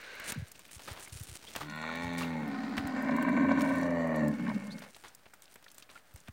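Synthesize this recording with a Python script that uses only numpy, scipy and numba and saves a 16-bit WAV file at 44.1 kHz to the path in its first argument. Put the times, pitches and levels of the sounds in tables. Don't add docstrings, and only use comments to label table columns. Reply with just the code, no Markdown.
import sys
import numpy as np
from scipy import signal
from scipy.fft import rfft, irfft
from scipy.io import wavfile
from scipy.ndimage import uniform_filter1d
from numba import njit

SR = 44100
rng = np.random.default_rng(int(sys.argv[2]) if len(sys.argv) > 2 else 0)


def persist_wave(psi):
    counts = np.round(np.clip(psi, -1, 1) * 32767).astype(np.int16)
    wavfile.write(sys.argv[1], SR, np.atleast_2d(counts).T)


N = 278712
TIME = np.arange(N) / SR
BINS_HZ = np.maximum(np.fft.rfftfreq(8192, 1 / SR), 1)

# frequency in Hz, gain in dB.
STRAW = [(300,14),(1000,5.5),(2500,8.5),(4000,7),(6000,5),(7500,1.5),(9300,5),(10700,-8),(15500,-2.5)]
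# start in seconds, crack peak in dB, body peak in dB.
SNAPS = [(0.1982,-35.5,-35),(0.3211,-25,-29.5),(0.517,-36.5,-50.5),(0.5927,-37.5,-43),(0.714,-39,-58),(0.881,-37,-34),(0.9966,-37,-41),(1.075,-50,-42),
         (1.1974,-35,-56),(1.2347,-32,-60),(1.356,-47,-46),(1.508,-44,-48),(1.5612,-26,-24.5),(1.955,-39,-35),(1.971,-45,-36),(2.1826,-52,-51),(2.7791,-40,-22.5),(2.872,-37.5,-49),(3.165,-35,-43),
         (3.226,-34.5,-35),(3.618,-31.5,-52),(4.2816,-33.5,-55),(4.964,-44,-43.5),(5.149,-35.5,-66),(5.264,-75,-43.5),(5.338,-42,-51),
         (5.421,-41,-67),(5.5217,-46,-54),(5.557,-42,-42),(5.6257,-51,-50),(5.7448,-39.5,-61),(5.7818,-32.5,-48),(6.16,-41.5,-47),(6.283,-43,-36)]


def undb(db):
    return 10 ** (np.asarray(db) / 20)


def curve(rows):
    return np.interp(TIME, *np.transpose(rows))


def swell(rows, fade_s=0.011):
    inside_s = np.minimum(TIME - rows[0][0], rows[-1][0] - TIME)
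    return undb(curve(rows)) * np.clip(1 + inside_s / fade_s, 0, 1)


def unit(x):
    return x / np.sqrt(np.mean(x ** 2))


def at_peak(x, db):
    return undb(db) * x / np.abs(x).max()


def steady(x, size=4000):
    power = uniform_filter1d(uniform_filter1d(x ** 2, size), size)
    return x / np.sqrt(np.abs(power) + 1e-14)


def shape(x, gain):
    cepstrum = irfft(np.log(gain + 1e-6))
    half = len(cepstrum) // 2
    cepstrum[1:half] *= 2
    cepstrum[half + 1:] = 0
    impulse = irfft(np.exp(rfft(cepstrum)))[:half]
    return signal.fftconvolve(x, impulse)[:len(x)]


def colour(x, points):
    hz, db = np.transpose(points)
    return shape(x, undb(np.interp(np.log(BINS_HZ), np.log(hz), db)))


def resonate(x, modes):
    power = sum((undb(db) / (1 + (2 * (BINS_HZ - hz) / width) ** 2)) ** 2 for hz, width, db in modes)
    return shape(x, np.sqrt(power))


@njit
def band(x, hz, width_hz):
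    y, band_state, low_state = np.empty(len(x)), 0., 0.
    for i in range(len(x)):
        g, damping = np.tan(np.pi * hz[i] / SR), width_hz / hz[i]
        v = (band_state + g * (x[i] - low_state)) / (1 + g * (g + damping))
        band_state, low_state = 2 * v - band_state, low_state + 2 * g * v
        y[i] = damping * v
    return y


def add(out, start_s, sound):
    start = max(int(start_s * SR), 0)
    out[start:start + len(sound)] += sound[:max(N - start, 0)]


def grains(per_s, spread_db=2):
    size = undb(spread_db * np.minimum(rng.exponential(size=N), 4))
    return (rng.random(N) < per_s / SR) * size * rng.standard_normal(N)


def walk(size):
    drift = uniform_filter1d(uniform_filter1d(rng.standard_normal(N), size), size // 2)
    return np.tanh(unit(drift))


def burst(t60_s, size=4096):
    return rng.standard_normal(size) * np.exp(-np.log(1000) * TIME[:size] / t60_s)


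def open_air(level_db=-65.5):
    # frequency in Hz, gain in dB.
    spectrum = [(40,-4),(100,-5),(200,-5),(400,-9.5),(600,-3),(1000,-7.5),(1600,-4),(3000,-15.5),(6000,-21),(9000,-18),(11000,-23),(15500,-18)]
    return undb(level_db) * unit(colour(rng.standard_normal(N), spectrum))


def inhale(top_db=-44.5, release_s=0.31, rise_db_per_s=18, fall_db_per_s=120):
    # resonance in Hz, width in Hz, gain in dB.
    nostrils = [(545,280,3.5),(1080,510,-0.5),(1570,300,10),(2150,660,6),(2830,430,-1),(3950,1300,-3),(6100,2500,-13.5)]
    since_s = TIME - release_s
    db = top_db + np.minimum(rise_db_per_s * since_s, -fall_db_per_s * since_s)
    return undb(db) * unit(resonate(rng.standard_normal(N), nostrils))


def grass(rustle_db=-59.5, settle_db_per_s=2, flick_db=-4, fade_s=0.0043):
    # start in seconds, length in seconds, end level in dB, rise in dB, fine-blade share 0-1.
    swishes = [(0.238,0.069,-35.5,18,0.57),(0.718,0.047,-53,-1,0.93),(0.781,0.15,-53,9,0.2),(1.005,0.046,-43.5,13.5,0.9),(1.123,0.13,-55,-5.5,0.67),(1.272,.1,-49.5,4,0.57),(1.393,0.22,-53.5,6,0),(2.032,0.034,-52,0,0),
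               (2.184,0.045,-51.5,-12,0),(3.594,0.27,-63.5,-10,0.2),(4.196,0.5,-65,10,0.44),(4.71,0.39,-64.5,3,0.55),(5.502,0.03,-68,-8,0.4),(5.423,0.019,-64,7,1),(5.782,0.021,-56.5,-3,0.64),(5.907,0.083,-68,-4,0.6),(6.08,0.19,-71.5,0,0.3)]
    # frequency in Hz, gain in dB.
    fine_straw = [(300,-11),(2000,-0.5),(4500,1),(7000,7),(9300,9.5),(10700,3.5),(15500,-9.5)]
    tufts = undb(4 * walk(200) + 4 * walk(900))
    sliding = steady(tufts * grains(per_s=7000), size=3000)
    flicks = unit(np.tanh(grains(per_s=120)))
    blades = sliding + undb(flick_db) * flicks
    coarse, fine = undb(rustle_db - settle_db_per_s * TIME), 0
    for start_s, length_s, end_db, rise_db, fine_share in swishes:
        progress = np.clip((TIME - start_s) / length_s, 0, 1)
        outside_s = np.abs(TIME - start_s - progress * length_s)
        stroke = undb(end_db + rise_db * (progress - 1)) * np.exp(-outside_s / fade_s)
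        coarse += (1 - fine_share) * stroke
        fine += fine_share * stroke
    return coarse * unit(colour(blades, STRAW)) + fine * unit(colour(blades, fine_straw))


def crackle(count=130, min_db=-50, range_db=10, low_hz=1400, high_hz=17000, mean_t60_s=0.027):
    out = np.zeros(N)
    for when, pitch, strength, length in rng.random((count, 4)):
        hz = low_hz * (high_hz / low_hz) ** pitch
        tick = resonate(burst(mean_t60_s * (.5 + length), size=2048), [(hz, 0.89 * hz, 0)])
        add(out, when * N / SR, at_peak(tick, min_db + range_db * strength))
    return out


def snaps(crack_t60_s=0.022, body_t60_s=0.037, click=1.22):
    # frequency in Hz, gain in dB.
    crack_spectrum = [(1500,-22),(4000,-1.5),(8500,8),(11000,-1),(15000,4.5)]
    body_spectrum = [(200,-1),(600,-2),(1350,-2),(2600,-3),(5000,-17.5),(10000,-36)]
    out = np.zeros(N)
    for start_s, crack_db, body_db in SNAPS:
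        crack, body = burst(crack_t60_s), burst(body_t60_s)
        crack[0] = body[0] = click
        add(out, start_s, at_peak(colour(crack, crack_spectrum), crack_db))
        add(out, start_s, at_peak(colour(body, body_spectrum), body_db))
    return out


def snap_haze(relative_db=-37, spread_s=0.043):
    impulses = np.zeros(N)
    for start_s, crack_db, _ in SNAPS:
        add(impulses, start_s, undb([crack_db + relative_db]))
    window = np.exp(-np.abs(np.arange(-4096, 4097)) / (spread_s * SR))
    haze = np.tanh(grains(per_s=1100, spread_db=6))
    return signal.fftconvolve(impulses, window, "same") * unit(colour(haze, STRAW))


def bumps(rise_s=0.0077, sag_per_s=30):
    # start in seconds, peak in dB, pitch at the peak in Hz.
    jolts = [(0.357,-37,211),(0.373,-30.5,148),(0.39,-33,111),(0.419,-32.5,125),(0.76,-43.5,89),(0.908,-37.5,96),(1.121,-39,97),(1.151,-38.5,100),(1.206,-35,111),
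             (1.288,-42.5,84),(1.315,-41.5,94),(2.044,-38,97),(2.075,-37.5,111),(2.785,-37,119.1),(2.84,-35.5,96),(6.141,-41,83.4),(6.281,-46.5,263),(6.285,-40,106)]
    out, t = np.zeros(N), TIME[:4096]
    envelope = (t / rise_s * np.exp(1 - t / rise_s)) ** 2
    for start_s, peak_db, hz in jolts:
        phase = 2 * np.pi * np.cumsum(hz * np.exp(-sag_per_s * (t - rise_s))) / SR
        add(out, start_s, undb(peak_db) * envelope * np.sin(phase))
    return out


def steps(attack_s=0.00018, straw_db=-12):
    # start in seconds, level in dB, decay time constant in seconds.
    footfalls = [(0.794,-49.5,0.017),(0.876,-45,0.091),(0.965,-51.5,0.021),(1.552,-41,0.028),(1.607,-37,0.025),(2.207,-38,0.046),(2.768,-39,0.025),(3.607,-33.5,0.0059),
                 (4.82,-44,0.024),(5.038,-48,0.04),(5.891,-53.5,0.038),(5.953,-56,0.025)]
    # frequency in Hz, gain in dB.
    grit = [(80,9),(200,3),(500,9),(900,11),(1500,9.5),(2500,4.5),(4000,1.5),(8000,-13.5)]
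    weight = np.zeros(N)
    for start_s, db, decay_s in footfalls:
        add(weight, start_s, undb(db) * np.minimum(TIME / attack_s, 1) * np.exp(-TIME / decay_s))
    soil = steady(colour(grains(per_s=3000), grit))
    straw = steady(colour(grains(per_s=3000), STRAW))
    return weight * (soil + undb(straw_db) * straw)


def knocks(width_hz=250, t60_s=0.029):
    # start in seconds, peak in dB, resonance in Hz.
    stones = [(0.796,-51,1740),(1.073,-45.5,2170),(1.441,-48,900),(1.613,-31.5,1150),(1.836,-31,1290),(1.892,-32,1370),(1.955,-50,1140),(2.214,-30.5,1210),(2.231,-35,2620),(5.891,-47.5,2370),(5.957,-45,1440)]
    out = np.zeros(N)
    for start_s, peak_db, hz in stones:
        ring = resonate(burst(t60_s), [(hz, width_hz, 0)])
        add(out, start_s, at_peak(ring, peak_db))
    return out


def bird(arch=0.48, crest=0.76, warble=0.073):
    # start in seconds, length in seconds, top pitch in Hz, level in dB.
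    chirps = [(1.466,0.0253,1740,-50),(4.698,0.048,2237,-51)]
    # harmonic number, gain in dB.
    partials = [(1,-27),(2,3.5),(3,-13),(4,-47),(5,-15)]
    out = np.zeros(N)
    for start_s, length_s, top_hz, db in chirps:
        progress = np.linspace(0, 1, int(length_s * SR))
        flutter = unit(uniform_filter1d(rng.standard_normal(N), size=12))[:len(progress)]
        hz = top_hz * (1 - arch * (progress - crest) ** 2) * (1 + warble * flutter)
        phase = 2 * np.pi * np.cumsum(hz) / SR
        note = sum(undb(gain_db) * np.sin(k * phase) for k, gain_db in partials)
        add(out, start_s, undb(db) * np.sin(np.pi * progress) * note)
    return out


def folds(roughness, jitter=.2, shimmer=5, rasp=6.3):
    # time in seconds, pitch in Hz.
    pitch = [(1.63,74.8),(1.83,78.67),(2.04,85.9),(2.16,85.2),(2.29,83.16),(2.42,76.23),(2.55,66),(3.05,73.97),(3.25,90.29),(3.65,90.02),(3.87,87.26),(4.15,78.73),(4.27,74.35),(4.45,72.56),(4.88,62.82)]
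    hz = curve(pitch)
    cycles = np.cumsum(hz) / SR
    closures = np.searchsorted(cycles, np.arange(1, int(cycles[-1])))
    late, strength = rng.standard_normal((len(closures), 2)).T * roughness[closures]
    jittered = np.clip(closures + jitter * late * SR / hz[closures], 0, N - 1).astype(int)
    even, uneven = np.zeros((2, N))
    even[closures] = 1
    uneven[jittered] = undb(shimmer * strength)
    puffs = signal.lfilter([1], [1, -np.exp(-np.median(hz) / SR)], uneven)
    turbulence = steady(puffs * rng.standard_normal(N))
    overtone_tilt = [(100, -4), (260, -4), (600, -2), (1200, 0), (3500, 0)]
    return steady(even), colour(steady(uneven) + rasp * turbulence, overtone_tilt)


def throat(flow, roughness, width_hz=78, chest_db=1.2):
    # time in seconds, resonance in Hz.
    resonance = [(1.62,327),(1.67,318),(1.73,184),(2.2,247),(2.65,246),(3.4,260.5),(4.25,253.2),(4.45,204),(4.6,200),(4.85,190)]
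    hz = curve(resonance)
    ring = steady(band(band(flow, hz, width_hz), hz, width_hz))
    chest_modes = [(89.4, 26, -12.5), (160.4, 46, -0.5), (398, 92, -15.5)]
    chest = (1 - roughness) ** 3 * steady(resonate(flow, chest_modes))
    nasal_notch = [(110, -2), (180, 1.5), (290, 1), (355, -11), (420, -5), (600, -6)]
    return steady(colour(ring + undb(chest_db) * chest, nasal_notch), size=2000)


def jaw_glide(x, modes):
    # time in seconds, frequency ratio.
    jaw = [(1.65,1.0),(2.3,1.0),(2.5,.985),(2.75,1.0),(3.05,1.015),(3.4,1.005),(3.8,.99),(4.08,1.025),(4.3,.965),(4.5,1.0),(4.85,.97)]
    clock = np.cumsum(curve(jaw))
    ticks = np.arange(int(clock[-1]))
    warped = np.interp(ticks, clock, x)
    return np.interp(clock, ticks, resonate(warped, modes))


def mouth(source, shares, wheeze_db=-28.5, drift_db=3.6, breath=.7):
    # resonance in Hz, width in Hz, gain in dB.
    nasal = [(660,220,-4.5),(830,150,-6.5),(1040,170,.5),(1440,150,4),(1920,210,2),(2300,220,-9),(2560,140,-10),(2790,130,-8),(3450,150,-8),(3750,260,-12),(4220,200,-10),(7550,350,-22)]
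    hum = [(470,100,-3),(620,150,1),(860,105,5.5),(1110,170,1),(1430,200,-2),(1860,270,2),(2270,200,-1.5),(2660,380,-12),(3600,520,-8.5),(4250,480,-15),(6400,1200,-24)]
    sinking = [(540,190,4),(865,170,7.5),(1140,250,-5),(1460,320,-2.5),(1900,260,-2),(2170,240,-1.5),(2570,500,-14.5),(3750,800,-17),(4450,250,-15)]
    growl = [(520,220,8),(730,170,16),(1040,160,8.5),(1270,140,11.5),(1480,200,9.5),(1880,360,6),(2400,900,-5.5),(4100,2400,-7.5)]
    bellow = [(620,170,2),(985,140,-.5),(1110,160,-6),(1540,110,1.5),(1800,140,-5.5),(2010,200,-10),(2270,120,-7.5),(2730,240,-20),(3700,1600,-32)]
    closing = [(420,80,-1),(595,150,11),(900,130,-1.5),(1110,190,-2),(1450,260,-12),(1850,250,-1.5),(2290,200,-17.5),(2800,420,-22)]
    grumble = [(563,216,5),(850,93,0.5),(1160,490,-5),(1540,430,-4),(1800,270,-5.5),(2210,170,-2.5),(2670,720,-13),(4500,4400,-25)]
    airway = [(3400,200,-3),(3900,200,0),(4450,420,1),(5900,420,-3),(6450,300,-3),(7100,300,-2),(7700,450,-7)]
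    shapes = [nasal, hum, sinking, growl, bellow, closing, grumble]
    voice = sum(share * steady(jaw_glide(source, modes)) for share, modes in zip(shares, shapes))
    wheeze_gain = undb(wheeze_db + drift_db * walk(2500))
    wheeze = steady(jaw_glide(source + breath * rng.standard_normal(N), airway))
    return voice + wheeze_gain * wheeze


def moo(voiced_hz=790):
    # entry in seconds, glide in seconds,
    # mouth roughness 0-1, throat roughness 0-1.
    stages = [(1.6,.1,.08,.05),(1.85,.16,.11,.05),(2.26,.16,.16,.07),(2.47,.16,.45,.33),(2.99,.36,.44,.3),(3.8,.3,.22,.09),(4.33,.08,.42,.3)]
    # time in seconds, level in dB.
    effort = [(1.62,-46.5),(1.7,-45),(1.83,-45.5),(2.2,-35.5),(2.85,-36.5),(3.45,-25),(3.8,-30.5),(4.15,-33),(4.57,-31.5),(4.62,-41),(4.74,-40),(4.9,-63.5)]
    opening = [(1.66,-51.5),(1.72,-44),(1.86,-38.5),(2.1,-41.5),(2.8,-44),(3.0,-37.5),(3.5,-34.5),(4.22,-35.2),(4.36,-45),(4.65,-50.5),(4.9,-60)]
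    # centre and half length in seconds, throat and mouth in dB.
    heaves = [(3.136,0.024,7,1.5),(3.176,0.026,-2,-2),(3.445,0.095,0.5,-0.5),(4.258,0.069,5.5,0.5),(4.37,0.038,-5.5,-3)]
    entered = [np.clip(.5 + (TIME - entry_s) / glide_s, 0, 1) for entry_s, glide_s, *_ in stages[1:]]
    shares = -np.diff([np.ones(N), *entered, np.zeros(N)], axis=0)
    mouth_rough, throat_rough = np.array(stages)[:, 2:].T @ shares
    even, hoarse = folds(mouth_rough)
    source = (1 - mouth_rough) * even + mouth_rough * hoarse
    flow = (1 - throat_rough) * even + throat_rough * hoarse
    source += signal.sosfiltfilt(signal.butter(2, voiced_hz, fs=SR, output="sos"), flow - source)
    throat_db, mouth_db = sum(np.outer(db, np.exp(-((TIME - centre_s) / half_s) ** 2))
                              for centre_s, half_s, *db in heaves)
    low = undb(throat_db) * swell(effort) * throat(flow, mouth_rough)
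    high = undb(mouth_db) * swell(opening) * mouth(source, shares)
    return low + high


def fold_slaps(per_s=58, fade_db_per_s=76, puff_t60_s=0.031):
    # start in seconds, length in seconds, first peak in dB.
    runs = [(3.092,.01,-22),(3.184,.01,-22),(3.248,.01,-24),(3.283,.01,-22),(3.373,.01,-22.5),(3.446,.01,-21.5),(3.492,.01,-24.5),(3.514,.01,-20.5),(3.663,.01,-25),(3.704,.01,-31),(4.467,.03,-30.5),(4.498,.03,-29)]
    # resonance in Hz, width in Hz, gain in dB.
    mouth_modes = [(607.4,129,2),(1040,351,-1),(1567,250,-5),(1850,520,-10.5),(2250,110,-15)]
    out = np.zeros(N)
    for start_s, length_s, peak_db in runs:
        for since_s in np.arange(0, length_s, 1 / per_s):
            ring = resonate(burst(puff_t60_s, size=2048), mouth_modes)
            add(out, start_s + since_s, at_peak(ring, peak_db - fade_db_per_s * since_s))
    return out


def scatter(x, t60_s=.06):
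    tail = burst(t60_s)
    echoes = signal.fftconvolve(x, tail / np.linalg.norm(tail))[:N]
    return x + colour(echoes, [(250, -20), (700, -10), (2000, -8)])


def scene():
    air = open_air()
    ground = grass() + steps() + knocks() + snaps() + snap_haze() + crackle()
    cow = scatter(moo() + fold_slaps()) + inhale()
    return (cow + ground + bird() + bumps() + air)[None]


def record(dry):
    low_hz, top_hz, offset = 45, 15800, -.0006
    thinned = signal.sosfilt(signal.butter(2, low_hz, "high", fs=SR, output="sos"), dry) + offset
    return signal.sosfilt(signal.ellip(10, .2, 80, top_hz, fs=SR, output="sos"), thinned)


dry = scene()
out = record(dry)
persist_wave(out)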